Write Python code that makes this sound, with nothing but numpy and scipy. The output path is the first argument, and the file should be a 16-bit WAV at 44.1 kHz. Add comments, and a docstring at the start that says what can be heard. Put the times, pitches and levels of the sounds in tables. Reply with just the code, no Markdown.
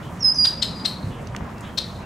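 """Two seconds in a town park: rumble, wavering hum and hiss, made of filtered noise, run throughout.
Faint far rasps come and go from the start; short gliding tones flick by before and during the whistle.
A small bird on the right gives a thin two-note falling whistle, a nearly pure tone with faint overtones.
A second bird, to the left, gives three harsh chips, each a buzzing tone in a puff of noise. Twigs then
tick as short noise bursts, faint pipes sound, and a fourth chip comes late. Trees scatter the calls."""
import sys
import numpy as np
from scipy import signal
from scipy.fft import rfft, irfft
from scipy.io import wavfile
from scipy.ndimage import uniform_filter1d, map_coordinates

SR = 44100
rng = np.random.default_rng(int(sys.argv[2]) if len(sys.argv) > 2 else 0)


def int16_out(signal):
    """Quantize to a 16-bit WAV file."""
    q = np.round(np.clip(np.atleast_2d(signal).T, -1, 1) * 32767)
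    wavfile.write(sys.argv[1], SR, q.astype(np.int16))


def decibels_to_gain(level_db):
    """Convert a level in decibels to a linear amplitude gain (20 dB per decade)."""
    exponent = np.asarray(level_db, float) / 20
    return 10 ** exponent


N = 90404
T = np.arange(N) / SR  # time in seconds
F = np.maximum(np.fft.rfftfreq(N, 1 / SR), 1)  # frequencies of the spectrum in Hz

# Colour of the town noise, relative: pitch_hz, level_db
TOWN_COLOUR = [(13, -40.5), (22, -12.5), (106, -5), (194, -1.5), (366, -13), (672, -14), (837, -17),
               (961, -13.5), (1490, -21.5), (1810, -23.5), (2390, -28.5), (3150, -34.5), (4630, -39),
               (7190, -40.5), (16000, -52.5)]
# How strong the left-right difference of the town is beside its middle: pitch_hz, side_minus_mid_db
TOWN_WIDTH = [(60, -39), (110, -17.5), (200, -18), (380, -9.5), (700, -9), (1290, -8.5), (2380, -5.5),
              (4400, -5), (8120, -13.5), (15000, -24)]
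# Slow swell of the town: time_s, middle_db, treble_db
TOWN_SWELL = [(0, 1, 2.5), (.3, 0, 3.5), (.7, 1.5, 1), (1.0, 0.5, 3.5), (1.249, 1, -0.5), (1.5, 1.5, -0.5),
              (1.75, -0.5, 2.5), (2.05, -1, 1.5)]
# Rise and fall of the low rumble, before a 3 dB cut: time_s, level_db
RUMBLE_LEVEL = [(0.0, -52), (0.14, -37.5), (1.02, -41), (1.03, -26), (1.4, -36), (1.43, -25.5),
                (1.46, -38.5), (2.05, -35)]
# Wavering hums: pitch_hz, width_hz, level_db
HUMS = [(125.8, 8.2, -51.5), (179.4, 3, -48.5), (226.7, 5.3, -48)]
# Faint far pipes: start_s, length_s, pitch_hz, level_db
FAR_PIPES = [(1.55, .065, 2690, -55), (2.02, .04, 2700, -52)]
# Harsh calls far away: start_s, length_s, centre_hz, width_hz, level_db
FAR_RASPS = [(0.018, 0.025, 3110, 1530, -50.5), (1.101, 0.033, 3020, 1600, -51.5),
             (1.319, 0.02, 3120, 1210, -57), (1.624, 0.039, 3280, 1540, -50),
             (1.387, 0.042, 1100, 600, -64), (1.61, 0.016, 6660, 5000, -56)]
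# Glides of farther birds: start_s, length_s, from_hz, to_hz, level_db
GLIDES = [(.192, .010, 5400, 6700, -47), (.341, .010, 5200, 6700, -36)]
# Twig ticks: start_s, peak_db (before panning), centre_hz, width_hz, left_minus_right_db
TWIG_TICKS = [(1.272, -32, 5100, 3930, -7.5), (1.349, -19, 1390, 1530, -5), (1.364, -26.5, 2450, 1500, 12),
              (1.364, -24, 5100, 4900, -8), (1.408, -26.5, 1100, 586, 14), (1.582, -38, 4960, 2520, 0),
              (1.608, -38, 7100, 4000, 16), (1.612, -39, 8900, 9000, 0.5)]
# Harsh chips: peak_s, level_db, top_pitch_hz, rasp (0-1), tail_treble_db, top_hiss_db
# The last two are relative to the chip.
CHIP_CALLS = [(0.457, -14.5, 4430, 0.63, 14, -44.5), (.631, -13, 4150, 0.5, 7, -52),
              (.860, -14.5, 4300, 0.39, 11.5, -45), (1.786, -14.5, 4400, 0.61, 3.5, -31.5)]
# Colour of the rasping air in a chip, relative: pitch_hz, level_db
RASP_COLOUR = [(470, -60), (800, -18.5), (1240, -20.5), (2770, -21), (4240, -1.5), (4740, -13),
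               (5510, -11.5), (7080, -29.5), (7730, -29), (14700, -47), (16000, -57)]
# Path of the whistle, smoothed when played: time_s, pitch_hz, level_db
WHISTLE_PATH = [(.2, 5640, -60), (.208, 5600, -33), (0.221, 5440, -33.5), (0.232, 5300, -17.5),
                (0.238, 5210, -34), (.246, 5120, -14.5), (0.259, 5144, -12.5), (0.271, 5065, -17),
                (0.285, 5076, -14), (0.295, 5037, -21.5), (0.303, 5020, -14), (0.309, 5024, -28),
                (0.314, 5044, -20.5), (0.339, 5125, -37), (0.361, 4957, -27), (0.382, 4970, -26.5),
                (.388, 4860, -15.5), (.400, 4850, -17), (0.433, 4858, -15.5), (0.447, 4855, -15),
                (.464, 4890, -30), (0.472, 4810, -15), (0.481, 4856, -19.5), (.5, 4875, -36)]

TOWN_DB, FLICKER_DB, TOWN_PAN_DB = -36, 1.88, -.8  # every pan is left minus right
RUMBLE_HZ, RUMBLE_WIDTH_HZ = 89, 106
UNEVEN_DB = 3  # rms flutter of overtones and pipes
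TICK_S = 0.0016  # time for a tick to fall to 1/e
CHIP_RISE_S, CHIP_FALL_S, CHIP_PAN_DB = 0.01312, 0.0066, 7.5
CHIP_ARC_HZ, CHIP_BUZZ_HZ, CHIP_OCTAVE_DB = 1100, 900, -17
CHIP_TOP_HZ, CHIP_TOP_WIDTH_HZ = 14500, 2500
CHIP_ECHO_S, CHIP_ECHO_DB, CHIP_ECHO_HZ = .172, -26, 3600  # level ahead of the echo's filter
WHISTLE_PAN_DB, WAVER_HZ = -4.5, 13.5  # rms pitch waver
OVERTONES_DB, OVERTONES_FROM_S = (-30.5, -52), .228  # 2nd and 3rd partial
FAR_WALL_S, FAR_WALL_DB, FAR_WALL_PAN_DB = .37, -24, 2.5
# Scatter: t60 is the time for the tail to fall by 60 dB
ALIKE = 0.91  # share of the scatter common to left and right
TREES_T60_S, SONG_WET_DB, TREES_DULL_HZ = .6, -12.5, 9000
PARK_T60_S, PARK_DB, PARK_DULL_HZ = 1.2, -28, 6000
FAR_T60_S, FAR_WET_DB = .45, 3
SHEEN_HZ, SHEEN_WIDTH_HZ = 8800, 12400  # airy treble that the near leaves throw back
SHEEN_T60_S, SHEEN_DB = 0.28, -32
SWAY_HZ, SWAY_S = 200, 9e-5  # moving leaves wobble the path of scattered chips
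TOP_HZ = 15750


def on_log(points):
    """Join (Hz, dB) points on a log pitch scale, giving dB at every frequency."""
    p = np.array(points)
    return np.interp(np.log(F), np.log(p[:, 0]), p[:, 1])


def shape(x, gain):
    """Filter by a gain for each frequency."""
    return irfft(rfft(x) * gain, N)


def unit(x):
    """Scale to rms 1."""
    return x / np.sqrt(np.mean(x ** 2))


def noise(gain):
    """Coloured noise of rms 1."""
    return unit(shape(rng.standard_normal(N), gain))


def bell(hz, width_hz):
    """A resonance: a peak that falls to half at half its width to either side."""
    return 1 / (1 + (2 * (F - hz) / width_hz) ** 2)


def pan(x, db):
    """Place a sound by its left minus right level."""
    return x * decibels_to_gain(np.array([[db / 2], [-db / 2]]))


def tone(hz, multiple=1):
    """Sine of rms 1 that follows a pitch, by adding up its phase."""
    return np.sqrt(2) * np.sin(2 * np.pi * multiple * np.cumsum(hz) / SR)


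def hump(start_s, length_s):
    """A smooth half-sine swell, silent outside its length."""
    return np.sin(np.pi * np.clip((T - start_s) / length_s, 0, 1))


def town():
    """Broad traffic noise, wider in the treble, flickering by band, with a swelling rumble and hum."""
    gain = decibels_to_gain(on_log(TOWN_COLOUR))
    side_gain = decibels_to_gain(on_log(TOWN_WIDTH))
    mid, side = (rng.standard_normal(N) for _ in range(2))
    when, middle_db, treble_db = np.array(TOWN_SWELL).T
    hiss = np.zeros((2, N))
    for octave in np.arange(4, 15):
        # Overlapping bands, centred on 2 ** octave Hz
        band = gain * np.clip(1 - abs(np.log2(F) - octave), 0, 1)
        wide = shape(side, band * side_gain) * np.array([[1], [-1]])
        swell_db = np.interp(T, when, middle_db * (6.5 < octave < 11.5) + treble_db * (octave > 11.5))
        flicker_db = FLICKER_DB * noise(bell(0, 14.4))
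        hiss += decibels_to_gain(swell_db + flicker_db) * (shape(mid, band) + wide)
    hiss *= decibels_to_gain(TOWN_DB) / np.std(shape(mid, gain))

    s, db = np.array(RUMBLE_LEVEL).T
    rumble_colour = bell(RUMBLE_HZ, RUMBLE_WIDTH_HZ) / (1 + (35 / F) ** 4)
    rumble = decibels_to_gain(np.interp(T, s, db) - 3) * noise(rumble_colour)
    # Noise in a narrow band wavers like an unsteady tone
    hum = sum(decibels_to_gain(level_db) * noise(bell(hz, width_hz)) for hz, width_hz, level_db in HUMS)
    return pan(hiss + rumble + hum, TOWN_PAN_DB)


def pipes():
    """Soft steady-pitched tones whose level flutters a little."""
    out = np.zeros(N)
    for s, length, hz, db in FAR_PIPES:
        level = decibels_to_gain(db + UNEVEN_DB * noise(bell(0, 100)))
        out += level * hump(s, length) * tone(hz + 0 * T)
    return out


def far_calls():
    """Far rasps: bands of noise under a smooth swell."""
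    out = np.zeros(N)
    for s, length, hz, width_hz, db in FAR_RASPS:
        out += decibels_to_gain(db) * hump(s, length) * noise(bell(hz, width_hz) ** 2)
    return out


def sweeps():
    """Short tones gliding evenly in pitch under a smooth swell."""
    out = np.zeros(N)
    for s, length, from_hz, to_hz, db in GLIDES:
        progress = np.clip((T - s) / length, 0, 1)
        out += decibels_to_gain(db) * hump(s, length) * tone(from_hz + (to_hz - from_hz) * progress)
    return out


def ticks():
    """Cracks of dry wood: noise that dies away in milliseconds, through a resonance."""
    out = np.zeros((2, N))
    for s, db, hz, width_hz, pan_db in TWIG_TICKS:
        decay = (T >= s) * np.exp(-np.clip(T - s, 0, None) / TICK_S)
        crack = shape(decay * rng.standard_normal(N), bell(hz, width_hz))
        out += pan(decibels_to_gain(db) * crack / abs(crack).max(), pan_db)
    return out


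def chips():
    """An arched tone, buzzing unevenly, in rasping air; also the treble puff that feeds the tail."""
    out, air = np.zeros(N), np.zeros(N)
    for s, db, top_hz, rasp, treble_db, top_db in CHIP_CALLS:
        # -1 at the start, 0 at the peak, 1 at the end
        u = np.clip((T - s) / np.where(T < s, CHIP_RISE_S, CHIP_FALL_S), -1, 1)
        env = decibels_to_gain(db) * (1 - abs(u)) ** 0.93
        buzz_hz = CHIP_BUZZ_HZ * (1 + 0.41 * noise(bell(0, 301.3)))
        buzz = 1 + rasp * tone(buzz_hz)
        pitch = top_hz - CHIP_ARC_HZ * abs(u) ** 1.432
        octave = decibels_to_gain(CHIP_OCTAVE_DB) * tone(pitch, 2) * noise(bell(0, 1000))
        voice = (tone(pitch) + octave) * buzz
        rasping = noise(decibels_to_gain(on_log(RASP_COLOUR)))
        top_hiss = decibels_to_gain(top_db) * noise(bell(CHIP_TOP_HZ, CHIP_TOP_WIDTH_HZ) ** 2)
        out += env * ((1 - rasp) * voice + rasp * rasping + top_hiss)
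        air += env * decibels_to_gain(treble_db) * noise(bell(SHEEN_HZ, SHEEN_WIDTH_HZ) ** 2)
    return out, air


def whistle():
    """A nearly pure tone with a wavering pitch; two faint, rougher overtones join a little later."""
    s, hz, db = np.array(WHISTLE_PATH).T
    pitch = uniform_filter1d(np.interp(T, s, hz), size=400) + WAVER_HZ * noise(bell(0, 110))
    fade = np.clip(np.minimum(T - s[0], s[-1] - T) / .004, 0, 1)
    env = decibels_to_gain(uniform_filter1d(np.interp(T, s, db), size=60)) * fade
    # The overtones rise and fall half as far in dB as the main tone
    join = np.clip((T - OVERTONES_FROM_S) / 0.00936, 0, 1)
    soft = np.sqrt(env * env.max()) * join * decibels_to_gain(UNEVEN_DB * noise(bell(0, 151.3)))
    overtones = sum(decibels_to_gain(d) * tone(pitch, k + 2) for k, d in enumerate(OVERTONES_DB))
    return env * tone(pitch) + soft * overtones


def scatter(x, t60, db, dull_hz):
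    """Dense reflections as dying noise, dulled in the treble and partly different left and right."""
    decay = 1000 ** (-T / t60) * np.clip(T / .006, 0, 1)
    tails = np.array([noise(1 / (1 + (F / dull_hz) ** 2)) for _ in range(3)]) * decay
    common, own = tails[2], tails[:2]
    mixed = np.sqrt(ALIKE) * common + np.sqrt(1 - ALIKE) * own
    mixed = mixed / np.sqrt(np.sum(common ** 2))
    return decibels_to_gain(db) * signal.fftconvolve(x[None], mixed, axes=1)[:, :N]


def sway(x):
    """Moving leaves change the path length: read both channels at a slightly wobbling delay."""
    at = (T + SWAY_S * noise(bell(0, SWAY_HZ) ** 2)) * SR
    return np.array([map_coordinates(c, [at], mode="nearest") for c in x])


def scene():
    """Add up the calls, their echoes among the trees and off far walls, and the town."""
    song = whistle()
    chip, air = chips()
    far = sweeps() + far_calls()
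    tick = ticks()

    wall = decibels_to_gain(FAR_WALL_DB) * np.interp(T - FAR_WALL_S, T, song)
    late_chip = np.interp(T - CHIP_ECHO_S, T, chip)
    echo = decibels_to_gain(CHIP_ECHO_DB) * shape(late_chip, bell(CHIP_ECHO_HZ, 2900))

    sent = song + wall
    wet = scatter(sent, TREES_T60_S, SONG_WET_DB, TREES_DULL_HZ)
    wet += scatter(sent, PARK_T60_S, PARK_DB, PARK_DULL_HZ)
    wet += scatter(far, FAR_T60_S, FAR_WET_DB, TREES_DULL_HZ)
    chip_wet = scatter(chip + 1.9 * echo + .5 * tick.mean(axis=0), 0.36, -8, 8000)
    chip_wet += scatter(chip, 0.52, -21, 6100)
    wet += 0.97 * pan(sway(chip_wet), 2.7)
    wet += scatter(air, SHEEN_T60_S, SHEEN_DB, 14000)

    direct = pan(song, WHISTLE_PAN_DB) + pan(chip, CHIP_PAN_DB) + far + tick
    echoes = pan(wall, FAR_WALL_PAN_DB) + echo + wet
    return direct + echoes + pipes() + town()


def low_pass(x):
    """Removes everything above the highest recorded frequency."""
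    return signal.sosfilt(signal.butter(12, 16390, fs=SR, output="sos"), x)


def record(dry):
    """Cut everything from the top limit upward and finish the mix."""
    mix = shape(dry, F < TOP_HZ)
    return low_pass(mix)


dry = scene()
out = record(dry)
int16_out(out)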